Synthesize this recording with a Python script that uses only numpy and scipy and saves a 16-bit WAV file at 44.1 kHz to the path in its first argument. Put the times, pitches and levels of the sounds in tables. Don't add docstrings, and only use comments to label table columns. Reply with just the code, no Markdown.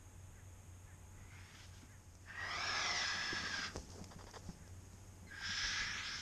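import sys
import numpy as np
from scipy import signal
from scipy.fft import rfft, irfft, next_fast_len
from scipy.io import wavfile
from scipy.ndimage import map_coordinates

SR = 44100
rng = np.random.default_rng(int(sys.argv[2]) if len(sys.argv) > 2 else 0)


def int16_out(signal):
    q = np.round(np.clip(np.atleast_2d(signal).T, -1, 1) * 32767)
    wavfile.write(sys.argv[1], SR, q.astype(np.int16))


N = 273861
GROWL_START_S, GROWL_END_S = 2.43, 3.04


def amp(db):
    return 10 ** (np.asarray(db) / 20)


def unit(x):
    return x / np.sqrt(np.mean(x ** 2) + 1e-20)


def along(points, hz):
    point_hz, values = np.transpose(points)
    return np.interp(np.log(hz + 1), np.log(point_hz + 1), values)


def curves(rows, t):
    times, *columns = np.transpose(rows)
    return [np.interp(t, times, column) for column in columns]


def gate(start, end, fade):
    t = np.arange(N) / SR
    return np.clip(np.minimum(t - start, end - t) / fade + 1, 0, 1)


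def swell(peak, rise, fall):
    t = np.arange(N) / SR - peak
    return amp(-20 * np.maximum(-t / rise, t / fall))


def wobble(rate):
    knots = rng.standard_normal(int(N * rate / SR) + 4)
    return map_coordinates(knots, [np.arange(N) * rate / SR])


def filtered(x, response):
    size = next_fast_len(N + SR // 2)
    return irfft(rfft(x, size) * response(np.fft.rfftfreq(size, 1 / SR)), size)[:N]


def noise(colour, grain_db=0):
    grains = rng.standard_normal(N) * amp(grain_db * wobble(600))
    return unit(filtered(grains, lambda hz: amp(along(colour, hz))))


def bell(hz, centre, width):
    return 1 / (1 + (2 * (hz - centre) / width) ** 2)


def add(track, start, sound):
    part = track[max(round(start * SR), 0):][:len(sound)]
    part += sound[:len(part)]


def background():
    # frequency in Hz, relative level in dB.
    rumble_colour = [(15, -20), (25, -1.5), (55, -4.5), (95, -2), (125, -9), (240, -16), (480, -22.5),
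                     (850, -27), (1100, -27.5), (1800, -32), (2500, -47), (3500, -36.5), (4600, -59),
                     (7000, -78)]
    mic_colour = [(2500, -1.5), (4300, -13), (5200, -8), (6100, -7.5), (6450, 7.5), (7100, 0), (8000, -2),
                  (9400, -5), (10400, -12.5), (11800, -8), (13500, -17), (14300, -26)]
    # pitch in Hz, relative level in dB.
    tones = [(91.5, -60.5), (726.7, -88), (850.6, -81.5), (974.4, -89)]
    hum, t = np.zeros(N), np.arange(N) / SR
    for hz, db in tones:
        level = amp(db + 3.5 + 2.4 * wobble(11))
        hum += level * np.sin(2 * np.pi * hz * t + 0.69 * wobble(6.4))
    lull = amp(-2.5 * gate(2.07, 2.32, 0.16))
    return lull * (amp(-60) * noise(rumble_colour) + hum + amp(-67.5) * noise(mic_colour))


def crow(length_s=0.125, arch=0.21, top_at=0.35, top_width=0.27, rough=0.017):
    # start in seconds, top pitch in Hz, level in dB.
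    caws = [(0.322, 405, -69.5), (0.844, 437, -68.5), (1.865, 419, -68), (4.57, 399, -71)]
    out, progress = np.zeros(N), np.linspace(0, 1, int(length_s * SR))
    leap = np.exp(-((progress - top_at) / top_width) ** 2)
    for start, top_hz, db in caws:
        pitch = top_hz * (1 - arch + arch * leap + rough * wobble(396)[:len(progress)])
        phase = 2 * np.pi * np.cumsum(pitch) / SR
        voice = sum(bell(k * pitch, centre=1770, width=600) * np.sin(k * phase) for k in range(3, 8))
        add(out, start, amp(db) * unit(voice) * np.sin(np.pi * progress))
    return out


def scuffle(wing_fall_s=0.082):
    # peak time and rise in seconds, relative levels of air and snow in dB.
    wing_beats = [(3.46, 0.045, -53, -77), (3.757, .035, -50.5, -57.5), (3.92, 0.055, -59, -72),
                  (3.995, 0.14, -51.5, -67), (4.35, 0.027, -70, -62.5), (4.495, 0.15, -56, -65),
                  (4.975, 0.15, -65.5, -82)]
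    # peak time, rise and fall in seconds, relative levels of feet and snow in dB.
    trampling = [(1.75, 0.37, 1.5, -83, -85), (3.5, 1.65, 1.4, -55, -61), (5.95, 2.5, 3.6, -58.5, -72)]
    # frequency in Hz, relative level in dB.
    gust_colour = [(40, -11), (170, 0), (400, 1), (800, -8), (1600, -18), (4000, -46)]
    snow_colour = [(1500, -10), (4000, -5), (5200, 5), (6600, 3), (8500, -10), (11000, -20), (14000, -70)]
    step_colour = [(80, -35), (180, -0.5), (320, -11.5), (700, -20), (2000, -57)]
    air, tread, brush = np.zeros((3, N))
    for peak, rise, air_db, snow_db in wing_beats:
        beat = swell(peak, rise, wing_fall_s)
        air += amp(air_db) * beat
        brush += amp(snow_db) * beat
    for peak, rise, fall, tread_db, snow_db in trampling:
        bout = swell(peak, rise, fall)
        tread += amp(tread_db) * bout
        brush += amp(snow_db) * bout
    gusts = amp(-3) * air * noise(gust_colour, grain_db=3.5)
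    snow = amp(-1.5 + 1.1 * wobble(60)) * brush * noise(snow_colour, grain_db=1.5)
    steps = amp(-3.5) * tread * noise(step_colour, grain_db=5.5)
    return gusts + snow + steps


def snaps(crack_s=0.02, push_s=0.00067):
    # start in seconds, relative level in dB, extra level for the knock in dB.
    cracks = [(2.152, -50, -2), (3.7601, -39.5, 14.5), (3.7662, -38.5, 5.5), (3.902, -46.5, -14),
              (4.042, -40.5, -16), (4.2415, -52.5, 15.5), (4.312, -47, -17), (4.677, -50, 5),
              (4.9333, -54, -8)]
    # frequency in Hz, relative level in dB.
    crack_colour = [(1500, -9), (4200, -10.5), (5200, 4.5), (6500, 1), (8500, -11), (11000, -33),
                    (14000, -45)]
    crack_level, knocks = np.zeros((2, N))
    t = np.arange(SR // 10) / SR
    push = (1 - t / push_s) * np.exp(-t / push_s)
    for start, db, knock_db in cracks:
        add(crack_level, start, amp(db - 5 - 60 * t / crack_s))
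        add(knocks, start, amp(db + knock_db) * push)
    soft_knocks = filtered(knocks, lambda hz: bell(hz, centre=0, width=7500) ** 2)
    return crack_level * noise(crack_colour) + soft_knocks


def thumps(ring_cycles=10.5, onset_s=0.0035):
    # start in seconds, final pitch in Hz, relative level in dB.
    landings = [(1.83, 250, -49), (3.327, 338, -33.5), (3.588, 268, -44), (3.763, 71.6, -44.5),
                (3.874, 80, -52), (4.012, 177, -43), (4.159, 168, -46), (4.488, 172, -38),
                (4.599, 167, -52), (4.93, 182, -54), (5.412, 784, -38), (5.491, 200, -45),
                (5.635, 46.6, -47), (5.808, 36.6, -50)]
    out, t = np.zeros(N), np.arange(SR // 4) / SR
    puff = noise([(60, 13), (300, -5), (700, -8), (2000, -19), (6000, -68)])
    onset = np.exp(-t / onset_s)
    for start, hz, db in landings:
        phase = 2 * np.pi * np.cumsum(hz * (1 + 0.086 * onset)) / SR
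        body = np.sin(phase) + 0.39 * puff[round(start * SR):][:len(t)]
        decay = amp(db - 60 * t * hz / ring_cycles)
        add(out, start, 1.97 * decay * (1 - onset) * body)
    return out


def grunts(bark_s=0.017, spacing_s=0.021):
    # start in seconds, relative levels of the first and second bark in dB.
    pairs = [(4.113, -55.5, -59), (4.190, -56.5, -57.5), (4.269, -55, -58.5), (4.339, -52.5, -49.5)]
    # frequency in Hz, relative level in dB.
    bark_colour = [(150, -44), (250, -12), (349, -23), (409, 2.5), (690, -5), (845, 0), (1160, -3.5),
                   (1510, -8), (1650, -5), (1880, -6.5), (2470, -23), (3500, -12), (4290, -29), (4750, -8),
                   (8000, -31), (10400, -61), (17600, -120)]
    effort, t = np.zeros(N), np.arange(N) / SR
    for pair_start, first_db, second_db in pairs:
        for start, db in ((pair_start, first_db), (pair_start + spacing_s, second_db)):
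            progress = np.clip((t - start) / bark_s, 0, 1)
            effort += amp(db + 1 - 5.5 * progress) * gate(start, start + bark_s, 0.0046)
    return effort * noise(bark_colour)


def growl(pitch_hz=369, scoop=0.16, scoop_s=0.08, waver=0.032, rough=0.05, db=-56):
    elapsed = np.maximum(np.arange(N) / SR - GROWL_START_S, 0)
    slack = np.exp(-elapsed / scoop_s)
    pitch = pitch_hz * (1 - scoop * slack + waver * wobble(15) + rough * wobble(300))
    phase = 2 * np.pi * np.cumsum(pitch) / SR
    voice = np.sin(2 * phase) + amp(-11) * np.sin(phase)
    level = amp(db - 9.8 * slack + 2.2 * wobble(77))
    return level * unit(voice) * gate(GROWL_START_S, GROWL_END_S, 0.02)


def squeals(rough=0.021):
    # start and length in seconds, first and last pitch in Hz, level in dB,
    # level of the octave in dB compared with the main tone.
    whistles = [(2.264, .06, 1760, 1830, -60.5, -25), (2.377, .15, 1902, 1980, -44.5, -24),
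                (5.268, .045, 2100, 1890, -62, -6), (5.305, .13, 1641, 1600, -54, -21)]
    out = np.zeros(N)
    for start, length, first_hz, last_hz, db, octave_db in whistles:
        progress = np.linspace(0, 1, int(length * SR))
        glide = first_hz + (last_hz - first_hz) * progress ** 2
        pitch = glide * (1 + rough * wobble(1100)[:len(progress)])
        phase = 2 * np.pi * np.cumsum(pitch) / SR
        envelope = np.sqrt(np.abs(np.sin(np.pi * np.sqrt(progress))))
        add(out, start, amp(db) * envelope * (np.sin(phase) + amp(octave_db) * np.sin(2 * phase)))
    return out


def hiss(force, posture, colour, low_band_db, ring_db, chest_db, mouth_db, beak_db, flutter_db):
    # frequency in Hz, factor on the echo's strength.
    snow_echo = [(700, 0.2), (1800, 1.4), (4200, 0.7), (7000, 3.3)]
    slices = dict(fs=SR, nperseg=1024, noverlap=768)
    hz, t, air = signal.stft(rng.standard_normal(N), **slices)
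    hz = hz[:, None]
    pipe_hz, throat_hz, lean_db, echo_ms, echo = curves(posture, t)
    airway = amp(along(colour, hz)
                 + chest_db * bell(hz, 920, 150)
                 + (ring_db - lean_db) * bell(hz, pipe_hz, 118)
                 + (ring_db + lean_db) * bell(hz, throat_hz, 104)
                 + mouth_db * bell(hz, 2.03 * pipe_hz, 1000)
                 + beak_db * bell(hz, 3.15 * pipe_hz, 600))
    bounce = np.clip(echo * along(snow_echo, hz), 0, 0.9)
    notches = np.abs(1 + bounce * np.exp(-2j * np.pi * hz * echo_ms / 1000))
    chest_band = 1 / (1 + (hz / 1000) ** 12)
    beak_band = 1 / (1 + (2700 / (hz + 1)) ** 12)
    throat_band = np.abs(1 - chest_band - beak_band)
    mid_db, high_db = curves(force, np.arange(N) / SR)
    out = np.zeros(N)
    for band, db in ((throat_band, mid_db), (beak_band, high_db), (chest_band, mid_db + low_band_db)):
        gain = airway * notches * band
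        gain /= np.sqrt(np.mean(gain ** 2, axis=0))
        out += amp(db) * signal.istft(air * gain, **slices)[1][:N]
    start, end = force[0][0], force[-1][0]
    return out * amp(flutter_db * wobble(45)) * gate(start, end, 0.039)


def hisses():
    # time in seconds, relative levels of the throat band and the beak band in dB.
    forces = [
        [(1.16, -72, -83), (1.176, -70, -83), (1.258, -69, -79), (1.338, -63, -72), (1.628, -65.5, -62.5),
         (1.668, -75, -68), (1.732, -72, -76), (1.74, -76, -68), (1.81, -71, -68.5), (1.85, -70, -74)],
        [(2.25, -72, -82), (2.286, -55, -71.5), (2.38, -51, -68), (2.402, -46.5, -61), (2.542, -45.5, -50),
         (2.706, -41, -44), (3.062, -42, -41.5), (3.18, -42.5, -46), (3.664, -45.5, -47.5), (3.73, -60.5, -68)],
        [(5.29, -68.5, -75), (5.312, -57.5, -72.5), (5.466, -46, -46), (5.57, -45, -43.5), (5.652, -43, -42),
         (5.666, -46.5, -42), (5.79, -41, -44), (6.016, -47, -51), (6.064, -46, -46), (6.2, -50.5, -48)],
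    ]
    # time in seconds, windpipe and throat resonances in Hz, lean from windpipe towards
    # throat in dB, ground echo delay in milliseconds, relative echo strength.
    warning_posture = [(1.2, 1530, 1980, 3, 1.5, .2), (1.42, 1630, 2150, 9, 1.14, 0.4),
                       (1.62, 1600, 2200, -3, 0.98, 0.04)]
    attack_posture = [(2.27, 1570, 1750, -1, 1.12, 0.29), (2.41, 1630, 1950, 2, 1.07, 0.34),
                      (2.52, 1590, 1880, -5.5, 0.95, 0.72), (2.6, 1690, 2250, -2, 0.8, .4),
                      (2.68, 1680, 2320, -1.5, 0.722, 0.36), (2.78, 1685, 2040, -6, 0.8, 0.28),
                      (2.92, 1670, 2030, 3.5, 0.928, .38), (3.04, 1664, 2000, -1, 1.176, 0.28),
                      (3.5, 1652, 1960, -6, 1.1, 0.25), (3.62, 1590, 1820, -4.5, 1.45, .35)]
    reply_posture = [(5.38, 1620, 1900, -5, 0.58, 0.19), (5.78, 1653, 2000, -2, 0.49, 0.077),
                     (5.899, 1724, 1940, -4, 0.36, .15), (5.99, 1670, 2000, -1.5, 0.29, 0.52),
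                     (6.1, 1666, 2090, -4.5, 0.24, 0.16), (6.2, 1670, 2120, -2, .14, 0.09)]
    # frequency in Hz, relative level in dB.
    full_colour = [(200, -10), (420, -3.5), (560, -4.5), (700, 2), (900, 1), (1050, -0.5), (1260, 6),
                   (1430, -3), (2350, -1.5), (2850, -5.5), (4600, 3), (5700, 4), (6900, -5), (7900, -19.5),
                   (9800, -29.5), (14000, -69)]
    thin_colour = [(300, -47), (680, -20.5), (860, -8.5), (1060, -10), (1280, 3.5), (1800, 0.5), (2380, 1),
                   (2750, -6.5), (4400, -7.5), (5000, -6), (5900, -4.5), (7000, -14), (7900, -29),
                   (9800, -39), (14000, -72)]
    growl_db = 5 * gate(GROWL_START_S, GROWL_END_S, 0.013)
    warning = hiss(forces[0], warning_posture, thin_colour, low_band_db=-12,
                   ring_db=5, chest_db=-1, mouth_db=6.5, beak_db=4, flutter_db=1.5)
    attack = hiss(forces[1], attack_posture, full_colour, low_band_db=growl_db - 16,
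                  ring_db=12.5, chest_db=-2, mouth_db=10.5, beak_db=8.5, flutter_db=0.64)
    reply = hiss(forces[2], reply_posture, thin_colour, low_band_db=-21.5,
                 ring_db=12, chest_db=1.5, mouth_db=7, beak_db=8.5, flutter_db=0.66)
    return amp(-0.5) * warning + amp(-0.23) * attack + amp(-0.12) * reply


def scene():
    vultures = hisses() + growl() + squeals() + grunts() + thumps() + snaps() + scuffle()
    return (vultures + crow() + background())[None]


def record(dry, top_hz=14200):
    return filtered(dry[0], lambda hz: hz < top_hz)[None]


dry = scene()
out = record(dry)
int16_out(out)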